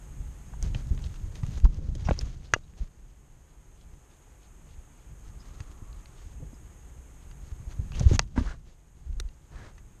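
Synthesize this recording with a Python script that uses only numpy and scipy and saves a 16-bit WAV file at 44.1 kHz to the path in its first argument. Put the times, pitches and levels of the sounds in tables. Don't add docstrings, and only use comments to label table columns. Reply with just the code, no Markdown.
import sys
import numpy as np
from scipy import signal
from scipy.fft import rfft, irfft
from scipy.io import wavfile

SR = 44100
rng = np.random.default_rng(int(sys.argv[2]) if len(sys.argv) > 2 else 0)


def dump_mix(stems):
    frames = np.atleast_2d(stems).T
    limited = np.clip(frames, -1, 1)
    pcm = np.round(limited * 32767).astype(np.int16)
    wavfile.write(sys.argv[1], SR, pcm)


N = 441000
TIME = np.arange(N) / SR

# time_s, level_db
EFFORT = [(0.0, -46.5), (0.47, -44.5), (0.7, -36.5), (1.31, -42), (1.67, -38.5), (2.03, -35), (2.3, -39.5),
          (2.45, -49.5), (2.7, -49), (3.2, -55), (5.18, -52), (5.48, -46.5), (7.04, -53.5), (7.5, -49),
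          (7.75, -42.5), (7.9, -41.5), (8.02, -29), (8.17, -36.5), (8.28, -45.5), (8.42, -42), (8.66, -53),
          (8.91, -55.5), (9.11, -51.5), (9.78, -51.5), (10.0, -54.5)]
# frequency_hz, gain_db
GRIT_SPECTRUM = [(100, -18.5), (300, 15.5), (700, 6.5), (1400, 3.5), (2500, -0.5), (2900, 0.5), (3300, 0),
                 (4000, -0.5), (5600, -2), (6500, 3), (7500, -7), (10000, -16), (14000, -27)]


def amp(db):
    return 10 ** (np.asarray(db) / 20)


def unit(x):
    return x / np.sqrt(np.mean(x ** 2) + 1e-20)


def level(curve):
    return amp(np.interp(TIME, *np.transpose(curve)))


def add(mix, start_s, sound):
    part = mix[max(round(start_s * SR), 0):][:len(sound)]
    part += sound[:len(part)]


def coloured(x, spectrum):
    hz, db = np.transpose(spectrum)
    bins = np.fft.rfftfreq(len(x), 1 / SR)
    gain = amp(np.interp(np.log(bins + 1), np.log(hz), db))
    return unit(irfft(rfft(x) * gain, len(x)))


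def drift(rate_hz):
    bins = np.fft.rfftfreq(N, 1 / SR)
    return unit(irfft(rfft(rng.standard_normal(N)) * np.exp(-(bins / rate_hz) ** 2), N))


def contact(hz, octaves, size=2048):
    bins = abs(np.fft.fftfreq(size, 1 / SR)) + 1
    distance = np.log2(bins / hz) / max(octaves, .1)
    log_gain = np.maximum(2 - 2 * np.sqrt(1 + distance ** 2 / 2), -11)
    spectrum = np.exp(np.conj(signal.hilbert(log_gain)))
    return np.fft.ifft(spectrum).real[:size // 2]


def excite(force, response):
    return unit(signal.fftconvolve(force, response)[:len(force)])


def damped_modes(modes, t):
    return [amp(db - 60 * t / t60) * np.sin(2 * np.pi * hz * t) for hz, db, t60 in modes]


def resonate(x, hz, width_hz):
    carrier = np.exp(2j * np.pi * np.cumsum(hz) / SR)
    pole = np.exp(-np.pi * width_hz / SR)
    baseband = signal.lfilter([1], np.poly([pole, pole]), x / carrier)
    return unit((carrier * baseband).real)


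def background(hiss_db=-57.5, waver_rad=0.2):
    # frequency_hz, gain_db
    hiss_spectrum = [(100, 8.5), (330, 14), (600, 6.5), (1200, 4), (2000, 0.5), (3200, -4), (4500, -14),
                     (5900, -9), (6480, 8), (7100, 0.5), (8800, -2.5), (10300, -11), (12000, -7.5),
                     (14000, -18)]
    # frequency_hz, level_db
    hum_partials = [(724, -78), (844.6, -75), (965.2, -80), (1206.3, -84)]
    # time_s, gain_db
    dips = [(0, -0.5), (1.59, -2.5), (1.65, -11.5), (2.9, -9), (4.2, -4.5), (5.6, -3), (7.95, -2),
            (8.15, -5.5), (8.3, -12), (9.0, -9), (10, -6)]
    hiss = amp(hiss_db) * coloured(rng.standard_normal(N), hiss_spectrum)
    hum = sum(amp(db) * np.sqrt(2) * np.sin(2 * np.pi * hz * TIME + waver_rad * drift(4))
              for hz, db in hum_partials)
    return (hiss + hum) * level(dips)


def rumble(gain_db=3, lump_db=2.5, lump_hz=6.5):
    # frequency_hz, gain_db
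    ground_spectrum = [(15, -9.5), (30, 6.5), (58, 4), (90, -6.5), (140, -6.5), (200, -16), (320, -28),
                       (500, -38.5), (1200, -54.5), (4000, -82.5)]
    shaking = coloured(rng.standard_normal(N), ground_spectrum)
    return shaking * level(EFFORT) * amp(gain_db + lump_db * drift(lump_hz))


def nosing(start_s=4.95, length_s=1.55, level_db=-67.5, band_hz=(1040, 1320)):
    swell = np.zeros(N)
    add(swell, start_s, amp(level_db) * signal.windows.hann(int(length_s * SR)))
    bandpass = signal.butter(2, band_hz, "bandpass", fs=SR, output="sos")
    return swell * unit(signal.sosfilt(bandpass, rng.standard_normal(N)))


def sniffing(grain_db=3, grain_hz=150):
    # start_s, length_s, level_db
    sniffs = [(3.47, 0.088, -77), (3.759, .11, -72), (4.078, 0.085, -71), (4.387, 0.11, -69),
              (4.64, 0.15, -68), (4.99, 0.057, -69.5), (5.924, .11, -71), (6.145, 0.082, -67),
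              (6.272, 0.086, -72), (7.187, .08, -71)]
    # frequency_hz, gain_db
    sniff_spectrum = [(500, -16), (1500, -14), (2500, -2), (3400, 1.5), (4300, -2), (5500, -6), (8000, -16),
                      (14000, -33)]
    swell = np.zeros(N)
    for start_s, length_s, db in sniffs:
        add(swell, start_s, amp(db) * signal.windows.hann(int(length_s * SR)))
    breath = coloured(rng.standard_normal(N), sniff_spectrum)
    return swell * breath * unit(amp(grain_db * drift(grain_hz)))


def squeaks(arch=0.07, width_hz=520):
    # start_s, length_s, top_pitch_hz, level_db
    calls = [(5.385, 0.044, 5100, -63), (6.533, 0.03, 5200, -70)]
    out = np.zeros(N)
    for start_s, length_s, top_hz, db in calls:
        progress = np.linspace(0, 1, int(length_s * SR))
        pitch = top_hz * (1 - arch * (1 - np.sin(np.pi * progress * 3 / 4)))
        noise = rng.standard_normal(SR)[:len(progress)]
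        add(out, start_s, amp(db) * np.sin(np.pi * progress) * resonate(noise, pitch, width_hz))
    return out


def fur(flutter_db=2, flutter_hz=73):
    # start_s, length_s, level_db
    sweeps = [(8.351, 0.064, -38), (8.391, 0.19, -45.5), (9.474, 0.28, -48.5)]
    # frequency_hz, gain_db
    fur_spectrum = [(100, 22), (300, 8.5), (700, 6), (1100, 3.5), (1700, 3), (2500, -6), (4000, -9),
                    (6500, -11.5), (9000, -19), (14000, -47)]
    stroke = np.zeros(N)
    for start_s, length_s, db in sweeps:
        add(stroke, start_s, amp(db) * signal.windows.tukey(int(length_s * SR), alpha=0.65))
    swish = coloured(rng.standard_normal(N), fur_spectrum)
    return stroke * swish * amp(-flutter_db * drift(flutter_hz))


def dragging(attack_s=0.021, release_s=0.0054):
    # start_s, length_s, midway_level_db, growth_db
    drags = [(0.616, 0.1, -57, -23), (0.735, 0.077, -54.5, -7), (0.83, 0.11, -70, 5), (0.98, 0.19, -63, -1),
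             (1.04, 0.036, -63, -6), (1.187, 0.095, -71, -4), (1.339, 0.064, -55, -14),
             (1.423, 0.16, -56.5, 6.5), (1.643, 0.025, -47, -33), (1.707, 0.094, -72, 6),
             (1.991, 0.035, -56.5, -3), (2.042, 0.105, -52.5, -1), (2.145, 0.081, -58, 8),
             (2.229, 0.19, -63.5, -9), (2.414, 0.12, -63.5, -7), (2.55, 0.038, -60, -7.5),
             (2.766, 0.11, -64, -5.5), (5.23, 0.07, -64, 2), (5.4, 0.33, -67.5, -3),
             (5.884, 0.41, -73.5, 9.5), (7.42, 0.1, -64.5, 8), (7.67, 0.057, -58.5, 9),
             (7.925, 0.081, -52, 14.5), (8.011, 0.1, -53.5, -14), (8.075, 0.027, -45, 1),
             (8.103, 0.055, -42, 12.5), (8.2, 0.036, -60, -21), (8.362, 0.16, -54, 5),
             (8.648, 0.089, -66, -5.5)]
    out, t = np.zeros(N), np.arange(SR) / SR
    for start_s, length_s, db, growth_db in drags:
        slide = amp(db + growth_db * (np.minimum(t / length_s, 1) - .5))
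        attack = np.minimum(t / attack_s, 1)
        release = np.exp(-np.maximum(t - length_s, 0) / release_s)
        add(out, start_s, slide * attack * release)
    return out


def scrape(grains_per_s=750, size_db=1.5, clump_db=2, clump_hz=35, gain_db=-1.44):
    sizes = amp(size_db * np.minimum(rng.exponential(1, N), 4)) * rng.choice([-1, 1], N)
    grains = unit(sizes * (rng.random(N) < grains_per_s / SR))
    rub = rng.standard_normal(N)
    force = (grains + rub) * amp(clump_db * drift(clump_hz))
    stirring = amp(-39) * level(EFFORT) ** 0.62
    return coloured(force, GRIT_SPECTRUM) * (dragging() + stirring) * amp(gain_db)


def crumbs(snaps_per_s=260, size_count=8, spread_db=7.5, gain_db=-8):
    out = np.zeros(N)
    for hz in np.geomspace(1780, 5600, size_count):
        snaps = rng.random(N) < snaps_per_s / size_count / SR
        strength = amp(spread_db * rng.uniform(-1.1, 1, N))
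        out += signal.oaconvolve(snaps * strength, unit(contact(hz, octaves=.6)))[:N]
    return amp(gain_db) * coloured(out, GRIT_SPECTRUM) * dragging()


def rasps(stutter_db=4, stutter_hz=260):
    # start_s, length_s, level_db, centre_hz, width_hz, glide_octaves
    slides = [(1.732, 0.16, -59.5, 470, 203, 0.1), (2.043, 0.035, -51.5, 5600, 1100, -.15),
              (2.067, 0.024, -46, 1120, 450, .1), (2.44, 0.047, -61, 4300, 2000, 0.14),
              (2.627, 0.032, -70, 3850, 700, -.1), (6.39, 0.079, -51.5, 258, 200, -0.22),
              (6.419, 0.023, -52, 443, 159, -0.079), (7.929, 0.035, -51, 2780, 603, 0.03),
              (7.952, 0.032, -55, 3200, 1200, .25), (8.128, 0.04, -41, 6500, 1100, .02),
              (8.452, 0.059, -48.5, 1490, 600, .1), (8.49, 0.046, -51, 1530, 300, 0.058),
              (9.53, 0.15, -60.5, 1650, 600, -.1)]
    out = np.zeros(N)
    slips = rng.standard_normal(N) * amp(stutter_db * drift(stutter_hz))
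    for start_s, length_s, db, hz, width_hz, glide in slides:
        progress = np.linspace(0, 1, int(length_s * SR))
        force = slips[int(start_s * SR):][:len(progress)]
        band = resonate(force, hz * 2 ** (glide * (progress - .5)), width_hz)
        add(out, start_s, amp(db) * np.sin(np.pi * progress) * band)
    return out


def bumps(rise_s=0.001):
    # start_s, level_db, upper_modes_db
    hits = [(8.3613, -36, 3), (8.3767, -14.5, -0.5), (8.4083, -23.5, -12)]
    # frequency_hz, gain_db, t60_s
    case_modes = [(246, 2, 0.054), (588, -22, 0.096), (953, -13, .05), (1172, -22, 0.084),
                  (1600, -14.5, 0.029), (1970, -29, .06)]
    out, t = np.zeros(N), np.arange(SR // 5) / SR
    lowest, *upper = damped_modes(case_modes, t)
    rise = 1 - np.exp(-t / rise_s)
    for start_s, db, upper_db in hits:
        add(out, start_s, -amp(db) * rise * (lowest + amp(upper_db) * sum(upper)))
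    return out


def knocks(crumble=0.32, shove_db=-11.5, shove_hz=380, wall_db=-12, wall_decay_s=.0025):
    # start_s, level_db, centre_hz, spread_octaves, crumble_s, ring_db
    impacts = [(0.535, -44, 990, 0.33, 0.0034, -18), (0.6268, -33.5, 6300, 1.1, 0.00025, -25),
               (0.747, -34.5, 2220, 0.62, 0.0035, -14), (0.7492, -37.5, 420, 0.66, 0.0018, -2),
               (0.8715, -54, 4000, 0.73, .0006, -14), (0.949, -56, 4500, .6, .0006, -14),
               (0.992, -52, 2500, 0.71, 0.0011, -10), (1.061, -51, 4000, 0.89, .002, -12),
               (0.977, -47, 1920, 0.55, 0.0015, -11), (1.022, -51, 5500, .6, .0005, -15),
               (1.04, -43.5, 4070, 0.35, 0.0056, -21), (1.069, -52, 4000, 0.93, 0.0011, -6),
               (1.142, -51, 2800, 1.1, 0.0011, -4), (1.16, -53, 4000, 0.72, 0.00052, -5),
               (1.355, -44, 3200, 1.2, 0.0035, -14), (1.433, -41.5, 1000, 1, 0.0026, -8),
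               (1.4655, -46.5, 3000, 1.7, 0.00087, -6), (1.55, -58, 3000, 1, .002, -12),
               (1.576, -53, 3000, 0.71, 0.0033, -12), (1.601, -48, 2200, 1.6, 0.00052, -9),
               (1.646, -45.5, 4000, 0.58, 0.00083, -17), (1.651, -21, 168, 0.47, 0.0057, -18),
               (1.6532, -33, 960, 0.25, 0.004, -8), (1.745, -52.5, 4800, .8, 0.00042, -17),
               (1.788, -36.5, 240, 0.38, 0.0035, -16), (1.884, -41, 257, 0.45, .002, -20),
               (1.9516, -42.5, 4860, 1, 0.0037, -19), (1.952, -37, 342, 0.4, 0.0039, -13),
               (2.051, -46, 2500, 0.28, 0.01, -11), (2.0745, -42, 1200, .9, 0.0011, -10),
               (2.087, -22, 477, 0.89, 0.003, -20), (2.0902, -30.5, 1330, 0.4, 0.0012, -10),
               (2.106, -49, 1500, 1.3, 0.0012, -4), (2.1093, -18.5, 555, 0.53, 0.0015, -10),
               (2.111, -31, 1290, 0.53, .0015, -10), (2.141, -48, 2800, 1, .002, -7),
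               (2.164, -52, 2200, 0.78, 0.00089, -8), (2.1905, -28, 5100, 0.13, 0.00026, -28),
               (2.191, -48, 11000, 1.5, .0002, -25), (2.2108, -38, 3300, 1.1, 0.0067, -10),
               (2.257, -56, 5500, 1.2, .0006, -9), (2.5371, -10.5, 1820, 0.39, 0.00057, 1.5),
               (2.5376, -22, 6020, 0.26, 0.0004, -7.5), (2.5371, -25.5, 600, 0.67, 0.00044, -20),
               (2.538, -27, 2800, 0.11, 0.003, 1.5), (2.541, -34.5, 3960, 0.3, 0.0028, -8),
               (2.563, -30, 400, 0.63, 0.00053, -10.5), (2.68, -65, 2940, 0.47, 0.00072, -6),
               (2.737, -60, 1600, 0.6, .0006, -10), (2.778, -57, 3200, 1.2, 0.0022, -17.5),
               (5.715, -54, 2800, 1.5, 0.0011, -15.5), (5.604, -41.5, 1200, 1.5, 0.0031, -8),
               (5.819, -42.5, 241, 0.4, 0.0015, -17), (5.929, -54.5, 3870, 0.3, .0012, -15),
               (6.058, -49, 2400, 0.78, 0.0025, -18), (6.53, -39, 267, 0.45, 0.0021, -14),
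               (7.313, -50.5, 2900, 1.2, 0.0018, -1), (7.793, -39, 167, .45, .004, -24),
               (7.92, -43, 2200, 0.77, .001, -1), (7.996, -33.5, 5560, 0.3, 0.00089, -23),
               (8.008, -31.5, 505, 0.37, 0.0056, -10), (8.112, -21, 355, 0.32, 0.0014, -40),
               (8.132, -21, 227, 0.41, .003, -24), (8.151, -26.5, 238, 0.31, 0.0023, -22),
               (8.1933, -15.5, 4400, 0.46, 0.0002, -18.5), (8.1934, -17, 1200, 0.8, 0.0009, -8),
               (8.192, -40, 12000, 0.48, .0002, -30), (8.215, -50, 4900, 0.18, .0006, -20),
               (8.238, -64, 4000, 0.8, 0.00085, -12.5), (8.276, -59, 6500, 1, 0.0013, -13),
               (8.363, -43, 1080, 0.52, 0.0043, -2.5), (8.377, -33, 1340, 0.6, 0.0017, -3),
               (9.13, -59, 2800, 0.83, .001, -8), (9.1999, -28.5, 4140, 1.24, 0.0018, -20),
               (9.289, -55, 2500, 0.62, 0.0016, -9), (9.7802, -49.5, 2310, 1.3, 0.0067, 0.5)]
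    # frequency_hz, gain_db, t60_s
    ring_modes = [(598, -14, .07), (940, -6, .05), (1190, -7, .044), (1420, -7, .02), (1700, -1, .02),
                  (2020, 1, .022), (2660, -4, .026), (2820, -2, .03), (3330, -13, .03), (3830, -12, .022),
                  (4926, -4, .018), (5730, -11, .024), (6450, -12, .025)]
    out, t = np.zeros(N), np.arange(SR // 12) / SR
    ring = sum(damped_modes(ring_modes, t))
    energy_scale = np.sqrt(.002 / t[-1])
    for start_s, db, hz, octaves, crumble_s, ring_db in impacts:
        force = crumble * rng.standard_normal(len(t)) * np.exp(-t / crumble_s)
        force[0] = 1
        direct = excite(force, contact(hz, octaves))
        ringing = amp(ring_db) * excite(direct, ring)
        shove = amp(shove_db) * excite(force, contact(shove_hz, octaves=0.51))
        walls = rng.standard_normal(len(t)) * np.exp(-t / wall_decay_s)
        scatter = amp(wall_db) * excite(direct, walls)
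        add(out, start_s, amp(db) * energy_scale * unit(direct + scatter + ringing + shove))
    port = amp(3) * signal.lfilter(*signal.iirpeak(6450, Q=16, fs=SR), out)
    return signal.sosfilt(signal.butter(2, 7000, fs=SR, output="sos"), out + port)


def thump(hz, damping, crush_db=-28.5, crush_decay_s=0.011, heave_db=-14.5, heave_hz=27.3, heave_s=0.092):
    t = np.arange(SR // 5) / SR
    cycles, crest = hz * t, 3 / 4
    swell = (cycles / crest * np.exp(1 - cycles / crest)) ** damping
    out = -swell * np.sin(2 * np.pi * cycles)
    crush = excite(rng.standard_normal(len(t)), contact(hz=235, octaves=0.55))
    add(out, .5 / hz, amp(crush_db) * crush * np.exp(-t / crush_decay_s))
    heave = np.sin(np.pi * np.minimum(t / heave_s, 1)) ** 2 * np.sin(2 * np.pi * heave_hz * t)
    return out + amp(heave_db) * heave


def steps(steps_per_s=6, gain_db=1.5, spread_db=3, pitch_hz=70.6, spread_octaves=0.64):
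    out, start_s = np.zeros(N), 0
    for gap, size, detune in rng.uniform(-1, 1, (100, 3)):
        start_s += (1 + gap / 2) / steps_per_s
        step = thump(pitch_hz * 2 ** (spread_octaves * detune), damping=9.1)
        add(out, start_s, amp(gain_db + spread_db * size) * step)
    return out * level(EFFORT)


def landings(lead_cycles=0.6):
    # time_s, peak_db, pitch_hz
    blows = [(0.204, -26, 48.4), (0.628, -20, 45.6), (0.644, -30.5, 142), (0.663, -22.5, 62.6),
             (0.702, -28, 65), (0.76, -22.5, 92), (0.914, -14.5, 59), (0.93, -23.5, 133),
             (0.975, -30.5, 62), (1.062, -22, 65.4), (1.11, -31, 69.5), (1.237, -27, 54), (1.435, -18, 103),
             (1.488, -22.5, 102), (1.53, -28, 70), (1.569, -23, 51.5), (1.644, -5, 45.4), (1.721, -36, 55),
             (1.784, -21.5, 63), (1.89, -21.5, 58.6), (1.969, -32, 81), (2.026, -24, 78),
             (2.064, -19.5, 68.4), (2.0907, -16, 148), (2.113, -15.5, 57.4), (2.117, -22.5, 194),
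             (2.153, -31, 70), (2.233, -23.5, 65), (2.37, -37, 59.4), (2.538, -23.5, 91),
             (2.812, -22, 46.3), (2.831, -35, 150), (3.62, -46.5, 55), (4.782, -37, 56),
             (5.607, -28.5, 83.5), (5.699, -38, 65.4), (5.824, -33, 86), (6.264, -33, 56),
             (6.429, -31.5, 125), (6.988, -35.5, 65), (7.434, -33, 59.7), (7.524, -26.5, 63.3),
             (7.605, -33, 92), (7.678, -29, 57.6), (7.794, -18, 78), (8.011, -14.5, 114),
             (8.035, -16.5, 75.6), (8.065, -4.5, 67.4), (8.119, -9.5, 90), (8.148, -14.5, 81),
             (8.199, -26.5, 129), (8.385, -15.5, 66), (8.416, -20.5, 62), (8.47, -25, 40),
             (8.506, -31, 42.3), (9.069, -30, 55), (9.098, -25, 50.2), (9.126, -26, 38.7),
             (9.169, -24, 37.2), (9.21, -27, 43.4), (9.253, -25.5, 39.9)]
    out = np.zeros(N)
    for time_s, db, hz in blows:
        add(out, time_s - lead_cycles / hz, amp(db) * thump(hz, damping=4))
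    return out


def scene():
    ground = landings() + steps() + rumble()
    friction = scrape() + crumbs() + rasps() + fur()
    mix = ground + friction + sniffing() + knocks() + bumps() + squeaks() + nosing() + background()
    return mix[None]


def record(dry):
    lowpass = signal.firwin(511, cutoff=14450, window=("kaiser", 9), fs=SR)
    return signal.oaconvolve(dry, lowpass[None], "same")


dry = scene()
out = record(dry)
dump_mix(out)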